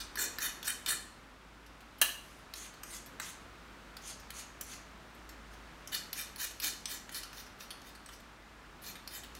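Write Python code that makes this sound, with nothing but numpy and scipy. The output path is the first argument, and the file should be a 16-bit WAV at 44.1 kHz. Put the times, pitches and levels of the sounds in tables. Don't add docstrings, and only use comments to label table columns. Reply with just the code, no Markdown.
import sys
import numpy as np
from scipy import signal
from scipy.fft import rfft, irfft, next_fast_len
from scipy.io import wavfile
from scipy.ndimage import uniform_filter1d

SR = 44100
rng = np.random.default_rng(int(sys.argv[2]) if len(sys.argv) > 2 else 0)


def how_loud(loudness_db):
    steps = np.asarray(loudness_db, float) / 20
    return 10 ** steps


def generate_wav(signal):
    frames = np.transpose(np.atleast_2d(signal))
    scaled = np.clip(frames, -1, 1) * 32767
    pcm = np.round(scaled).astype(np.int16)
    wavfile.write(sys.argv[1], SR, pcm)


N = 414099
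BANDS_HZ = 280 * 2 ** np.arange(0, 6, 1 / 3)
PATCHES_HZ = np.append(280 * 2 ** np.arange(0, 3.4, 1 / 3), np.arange(3500, 17000, 750))
STEP = 16
LONGEST = SR // 2


def on_log(hz, table):
    points_hz, values = np.transpose(table)
    return np.interp(np.log(hz), np.log(points_hz), values)


def band(x, hz, width):
    g = 1 / (1 + np.tan(np.pi * width / SR))
    return signal.lfilter([1 - g, 0, g - 1], [1, -2 * g * np.cos(2 * np.pi * hz / SR), 2 * g - 1], x)


def steep(x, hz, width):
    return band(band(x, hz, 1.55 * width), hz, 1.55 * width)


def unit(x):
    return x / np.sqrt(np.mean(x ** 2))


def even(x):
    size = 2 * len(x)
    spec = rfft(x, size)
    power = np.abs(spec) ** 2
    fine = uniform_filter1d(power, int(150 * size / SR))
    broad = uniform_filter1d(power, int(1200 * size / SR))
    return irfft(spec * np.sqrt(broad / fine))[:len(x)]


def walk(rate, size):
    k = int(SR / rate)
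    held = np.repeat(rng.standard_normal(size // k + 1), k)
    return uniform_filter1d(uniform_filter1d(held, k), k)[:size]


def tilt(hz, low_db, high_db):
    low_share = np.interp(np.log(hz), np.log([1900, 3200]), [1, 0])
    high_share = np.interp(np.log(hz), np.log([7500, 11000]), [0, 1])
    return low_db * low_share + high_db * high_share


def add(track, s, x):
    i = max(int(s * SR), 0)
    track[i:i + len(x)] += x[:len(track) - i]


# frequency in Hz, level in dB per Hz.
AIR_COLOUR = [(20, -25.5), (31, 1.5), (42, 7), (62, -3.5), (80, 1.5), (120, -0.5), (260, 3), (420, -3),
              (800, -3), (1350, -0.5), (1900, -5), (4000, -13), (8000, -21.5), (15500, -31.5)]
# time in seconds, level in dB.
AIR_LEVEL = [(0.0, -56.5), (0.42, -54.5), (1.39, -59.5), (3.32, -56.5), (5.2, -57), (5.93, -56),
             (6.61, -58), (7.56, -57), (8.42, -58.5), (9.39, -57)]
# time in seconds, level in dB.
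HUM_LEVEL = [(0.0, -58.5), (5.7, -57), (6.1, -60), (9.39, -59)]


def air():
    t, size = np.arange(N) / SR, next_fast_len(N)
    hz = np.maximum(np.fft.rfftfreq(size, 1 / SR), 1)
    spec = rfft(rng.standard_normal(size)) * how_loud(on_log(hz, AIR_COLOUR)) * (hz > 15)
    noise = irfft(spec, size)[:N]
    noise_db = np.interp(t, *np.transpose(AIR_LEVEL)) + 3.0 + 0.13 * walk(8.4, N)
    motor_hz = 53.2 + 2.56 * walk(5.3, N)
    hum = np.sin(2 * np.pi * np.cumsum(motor_hz) / SR)
    hum_db = np.interp(t, *np.transpose(HUM_LEVEL)) + 2 * walk(6.0, N) + 1.49 * walk(15, N)
    return unit(noise) * how_loud(noise_db) + hum * how_loud(hum_db)


# frequency in Hz, time to fall 60 dB in seconds.
ROOM_T60 = [(300, 0.64), (1500, 0.38), (4000, 0.51), (9000, 0.23), (15000, 0.092)]


def room(x, gap_s=0.00043):
    t = np.arange(int(.6 * SR)) / SR
    noise = rng.standard_normal(len(t)) * np.clip((t - gap_s) / 0.0023, 0, 1)
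    tail = sum(band(noise, hz, hz / 3) * 1000. ** (-t / on_log(hz, ROOM_T60)) for hz in BANDS_HZ)
    tail = even(tail)
    return signal.fftconvolve(x, tail / np.sqrt(np.sum(tail ** 2)))[:N]


# time in seconds, peak in dB, centre in Hz.
THUDS = [
    (0.197, -46, 383),
    (0.889, -52.5, 350),
    (6.639, -49.5, 320),
    (8.85, -52, 178),
]


def thuds(swell_s=0.053, width=100.0):
    out, t = np.zeros(N), np.arange(SR // 4) / SR
    swell = t / swell_s * np.exp(1 - t / swell_s)
    for s, db, hz in THUDS:
        rumble = unit(band(rng.standard_normal(len(t)), hz, width))
        add(out, s - swell_s / 2, how_loud(db - 6.5) * rumble * swell)
    return out


# time in seconds, peak in dB.
KNOCK = [
    (2.015, -13.5),
]
# frequency in Hz, width in Hz, level in dB.
TRAY_MODES = [(735, 61, -7), (1270, 77, -4), (1720, 160, 3.5), (2840, 79, 6), (2960, 90, -3), (2900, 99, 7),
              (3120, 108, 10), (4020, 260, 3.5), (4350, 70, -5), (6050, 120, -4), (6520, 200, -4),
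              (8400, 96, 0), (10900, 360, -3)]
# frequency in Hz, level in dB per Hz.
TRAY_CRACK = [(300, -30), (700, -8), (1500, -11), (2250, -6), (3000, -24), (5000, -7), (9000, -3.5),
              (16000, 7)]


def knock(rattle_s=0.013, tail_s=0.0015, shake_s=0.024, shake_db=-9.0, modes_db=-2.5, gain_db=4.0):
    out, t = np.zeros(N), np.arange(SR // 2) / SR
    blow = 1.3 * np.exp(-t / 0.0023)
    blow += np.exp(-t / 0.016 - np.maximum(t - rattle_s, 0) / tail_s)
    blow += how_loud(shake_db) * np.exp(-t / shake_s)
    rattle = even(rng.standard_normal(len(t)) * np.minimum(t / 0.0015, 1) ** 2 * blow)
    crack = sum(how_loud(on_log(hz, TRAY_CRACK)) * band(rattle, hz, hz / 3) for hz in BANDS_HZ)
    modes = sum(how_loud(db) * band(rattle, hz, w) for hz, w, db in TRAY_MODES)
    sound = unit(crack) + how_loud(modes_db) * unit(modes)
    for s, db in KNOCK:
        add(out, s - .001, how_loud(db + gain_db) * sound / np.abs(sound).max())
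    return out


# time in seconds, peak in dB, strongest ring in Hz, lows in dB, highs in dB.
TICKS = [(0.1564, -26.5, 4450, -10.5, -18), (0.3856, -24, 4100, -8, -17), (0.629, -30.5, 4310, -16, -20),
         (0.8616, -24, 3600, -10, -16), (2.5381, -27.5, 4030, -8, -20), (2.834, -31, 8150, -13, -22),
         (3.1993, -25.5, 3900, -11, -21), (3.9684, -35.5, 4510, -9, -14), (4.3044, -32, 4310, -16, -15),
         (4.611, -25, 6100, -22, -12), (5.8745, -31, 5910, -23, -13.5), (6.13, -23.5, 4310, -36, -15),
         (6.3605, -30, 4310, -11, -10), (6.6004, -26.5, 4350, -23, -10), (6.8565, -23, 4310, -25, -30),
         (7.093, -34, 3060, -2, -17), (7.3304, -37, 2990, -2, -25), (7.6066, -37, 3620, -12, -29),
         (7.8176, -41, 2990, -19, -21), (8.061, -38, 5610, -9, -23), (9.0756, -30, 4310, -17, -17),
         (9.3507, -37, 2860, -45, -22)]
# time in seconds, peak in dB, ring in Hz, lows in dB, highs in dB.
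LIFTS = [(1.664, -48, 2910, -20, -28), (1.8063, -48.5, 2990, -2, -17), (1.985, -47.5, 2920, -24, -6),
         (2.7384, -45.5, 6150, -16, -18), (3.0612, -40.5, 5700, -12, -20), (4.1987, -43.5, 5380, -6, -17),
         (5.1484, -55, 3520, -10, -15), (5.2916, -39, 5400, -6, -16.5), (5.5384, -50, 3260, -12, -17),
         (6.2687, -44, 4340, -10, -24), (6.5084, -40, 4350, -21, -20), (7.2327, -32.5, 3040, -9, -29),
         (7.465, -41.5, 5640, -10, -26), (7.7059, -32.5, 4380, -17, -22), (7.9513, -45, 4340, -7, -12),
         (8.0883, -41, 2990, 0, -25), (8.201, -51, 3630, -11, -16), (8.955, -40.5, 3570, 2, -22),
         (9.2356, -36, 2990, -9, -17)]
# frequency in Hz, width in Hz, level in dB.
LATER_MODES = [(1493, 50, -10), (1735, 60, 3.5), (1897, 60, 9), (2420, 130, 11), (3060, 93, 9),
               (3690, 31, 5.5), (4310, 48, 1), (5640, 73, -16)]


def ticks(table, contact_s, gain_db, ring_db):
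    out, t = np.zeros(N), np.arange(1300) / SR
    touch_s = .0007
    for s, db, ring_hz, low_db, high_db in table:
        lows, highs = low_db + 8.5, high_db + 17.5
        contact = rng.standard_normal(len(t)) * np.sqrt(t) * np.exp(-1.5 * t / contact_s)
        contact = unit(contact) + how_loud(24.5) * (np.abs(t - touch_s) < .5 / SR)
        spot_db = 4.5 * rng.standard_normal(len(PATCHES_HZ)) + tilt(PATCHES_HZ, lows, highs)
        spot_db -= 16.0 * np.clip(PATCHES_HZ / 4000 - 3, 0, 1)
        crack = sum(how_loud(g) * steep(contact, hz, min(hz / 3, 1000))
                    for g, hz in zip(spot_db, PATCHES_HZ) if hz > 1300)
        blade = sum(how_loud(g + tilt(hz, lows, 0)) * band(contact, hz, 220) for hz, _, g in LATER_MODES)
        ring = band(contact, ring_hz, 300)
        tick = unit(crack) + how_loud(-13.5) * unit(blade) + how_loud(ring_db) * unit(ring)
        add(out, s - touch_s, how_loud(db + gain_db) * tick / np.abs(tick).max())
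    return out


# level in dB, board lows in dB, tip highs in dB, share of bend from 0 to 1.
STROKE_SHAPE = [
    (-12.5, -2.5, -1, 0),
    (2.5, -7.5, -1.5, 0.71),
    (0, -5.5, -0.5, 1),
    (-24.5, -16, -42, 0),
]


def stroke(row, stop_s, straight_tip_hz=5700):
    start_s, rise_s, hold_s, db, tip_hz = row
    level_db, lows, highs, bend = np.transpose(STROKE_SHAPE)
    s = start_s + np.cumsum([0, rise_s, hold_s, stop_s])
    return s, db + level_db, lows, highs, straight_tip_hz + bend * (tip_hz - straight_tip_hz)


def drag(points, modes, colour, ring_db, low_db, high_db, tip_db, tip_width=900., patchy_db=2.4):
    s, level_db, lows, highs, tip_hz = points
    t = np.arange(s[0], s[-1], 1 / SR)
    slow_t = t[::STEP]
    lows = np.interp(slow_t, s, np.minimum(lows - low_db, 11))
    highs = np.interp(slow_t, s, highs - high_db)
    tip_hz = np.interp(slow_t, s, tip_hz)

    def gain(db):
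        return np.repeat(how_loud(db), STEP)[:len(t)]

    slip_db = 2.2 * rng.exponential(size=LONGEST) + 2.0 * walk(200, LONGEST)
    slips = (rng.standard_normal(LONGEST) * how_loud(slip_db))[:len(t)]
    parts = [(hz, min(hz / 3, 1000), on_log(hz, colour)) for hz in PATCHES_HZ]
    for hz, w, db in modes:
        spot_hz = hz * (1 + .01 * rng.standard_normal())
        parts.append((spot_hz, max(2 * w, 180), min(db + ring_db, 11 if hz < 2200 else 5.5)))
    out, middle = np.zeros(len(t)), np.zeros(len(t))
    for hz, w, db in parts:
        patchy = patchy_db * walk(40 * STEP, LONGEST // STEP)[:len(slow_t)]
        lift_db = tip_db * np.exp(-((hz - tip_hz) / tip_width) ** 2)
        sound = steep(slips, hz, w) * gain(db + lift_db + patchy)
        out += sound * gain(tilt(hz, lows, highs))
        if 2500 < hz < 9000:
            middle += sound
    press = np.sqrt(uniform_filter1d(middle ** 2, 1500))
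    return out / press * how_loud(np.interp(t, s, level_db)) * signal.windows.tukey(len(t), .15)


# start of the slide in seconds,
# speeding up in seconds, full speed in seconds, level in dB, ring of the bent tip in Hz.
FIRST_DRAGS = [(0.0, 0.00082, 0.0025, -37.5, 4530), (.165, 0.033, 0.048, -33.5, 7600),
               (.395, 0.031, 0.044, -35.5, 6870), (.64, 0.039, 0.024, -34, 9100),
               (.866, 0.019, 0.041, -32.5, 8800)]
MIXING_DRAGS = [(2.22, .01, 0.17, -64.5, 5200), (2.548, .004, .11, -49, 6700),
                (2.85, .09, 0.033, -46, 7100), (3.21, .004, .09, -47, 6200)]
LOADING_DRAGS = [(4.01, 0.072, 0.031, -47, 6360), (4.33, 0.043, 0.036, -47.5, 6800),
                 (4.65, 0.073, .025, -49.5, 6500), (5.5, 0.031, .01, -65.5, 5100)]
LATER_DRAGS = [(5.915, 0.031, 0.009, -33.5, 4200), (6.15, 0.039, 0.026, -39, 7400),
               (6.375, 0.038, 0.039, -37.5, 5940), (6.612, 0.027, 0.046, -34.5, 4750),
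               (6.875, 0.034, 0.041, -41.5, 7100), (7.11, 0.042, 0.033, -43, 4400),
               (7.335, 0.047, 0.027, -49, 4670), (7.58, .03, .03, -53.5, 5170),
               (7.835, 0.045, 0.016, -55, 4600), (8.105, .03, 0.012, -54, 5300),
               (8.812, 0.051, 0.042, -46.5, 5900), (9.1, 0.044, 0.035, -45, 6800),
               (9.355, 0.0092, .01, -58, 4650)]
# frequency in Hz, width in Hz, level in dB.
FIRST_MODES = [(1530, 50, 2), (1490, 50, -4), (1700, 60, 10.5), (1896, 60, 6), (2460, 66, 8),
               (3040, 61, 9.5), (3730, 45, 7), (4310, 47, 8), (5800, 150, 0.5)]
MIXING_MODES = [(2080, 90, 8), (6360, 320, 0), (9300, 370, -27)]
LOADING_MODES = [(4310, 150, -3), (5980, 410, 8), (6440, 170, 5), (8800, 250, 1), (9300, 860, 7.5)]
# frequency in Hz, level in dB per Hz.
CANVAS = [(250, -39), (400, -15.5), (950, -5.5), (1700, 2.5), (2400, 1), (4300, 6), (7500, 6.5), (10500, 8),
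          (13000, 5), (16500, -3.5)]
WET_PAINT = [(710, -40), (1200, 2), (1870, 4), (2530, 14), (2830, 9.5), (9110, 11.5), (16000, -8)]
PALETTE = [(710, -41), (1200, -3), (2950, 8.5), (5020, 9.5), (6580, 0), (7490, -3), (9610, 1), (11700, -3),
           (16000, -8)]


def drags():
    out = np.zeros(N)
    # strokes, modes, colour, then ring, lows, highs and tip in dB, stopping time in seconds
    for rows, modes, colour, ring_db, low_db, high_db, tip_db, stop_s in [
            (FIRST_DRAGS, FIRST_MODES, CANVAS, 0.5, -5.0, -3.0, 5.0, .06),
            (MIXING_DRAGS, MIXING_MODES, WET_PAINT, -3.0, -3.0, -3.0, 3.0, .07),
            (LOADING_DRAGS, LOADING_MODES, PALETTE, -1.5, -8.0, -4.0, 4.0, .07),
            (LATER_DRAGS, LATER_MODES, CANVAS, 0.5, -4.0, -3.0, 4.0, .06)]:
        for row in rows:
            add(out, row[0], drag(stroke(row, stop_s), modes, colour, ring_db, low_db, high_db, tip_db))
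    return out


def scene():
    landings = ticks(TICKS, contact_s=0.004, gain_db=-0.5, ring_db=-9.0)
    lifts = ticks(LIFTS, contact_s=0.0084, gain_db=2.0, ring_db=-6.0)
    touches = landings + lifts
    near = drags() + knock()
    echoes = how_loud(-6.0) * room(near + how_loud(1.0) * touches)
    return (near + touches + echoes + thuds() + air())[None]


def band_limit(x):
    return signal.sosfilt(signal.butter(12, 16990, fs=SR, output="sos"), x)


def record(dry):
    dipped = dry - 0.4 * band(dry, 10700.0, 520.0)
    top_cut = signal.ellip(7, .3, 60, 15650, fs=SR, output="sos")
    mix = signal.sosfilt(top_cut, dipped)
    return band_limit(mix)


dry = scene()
out = record(dry)
generate_wav(out)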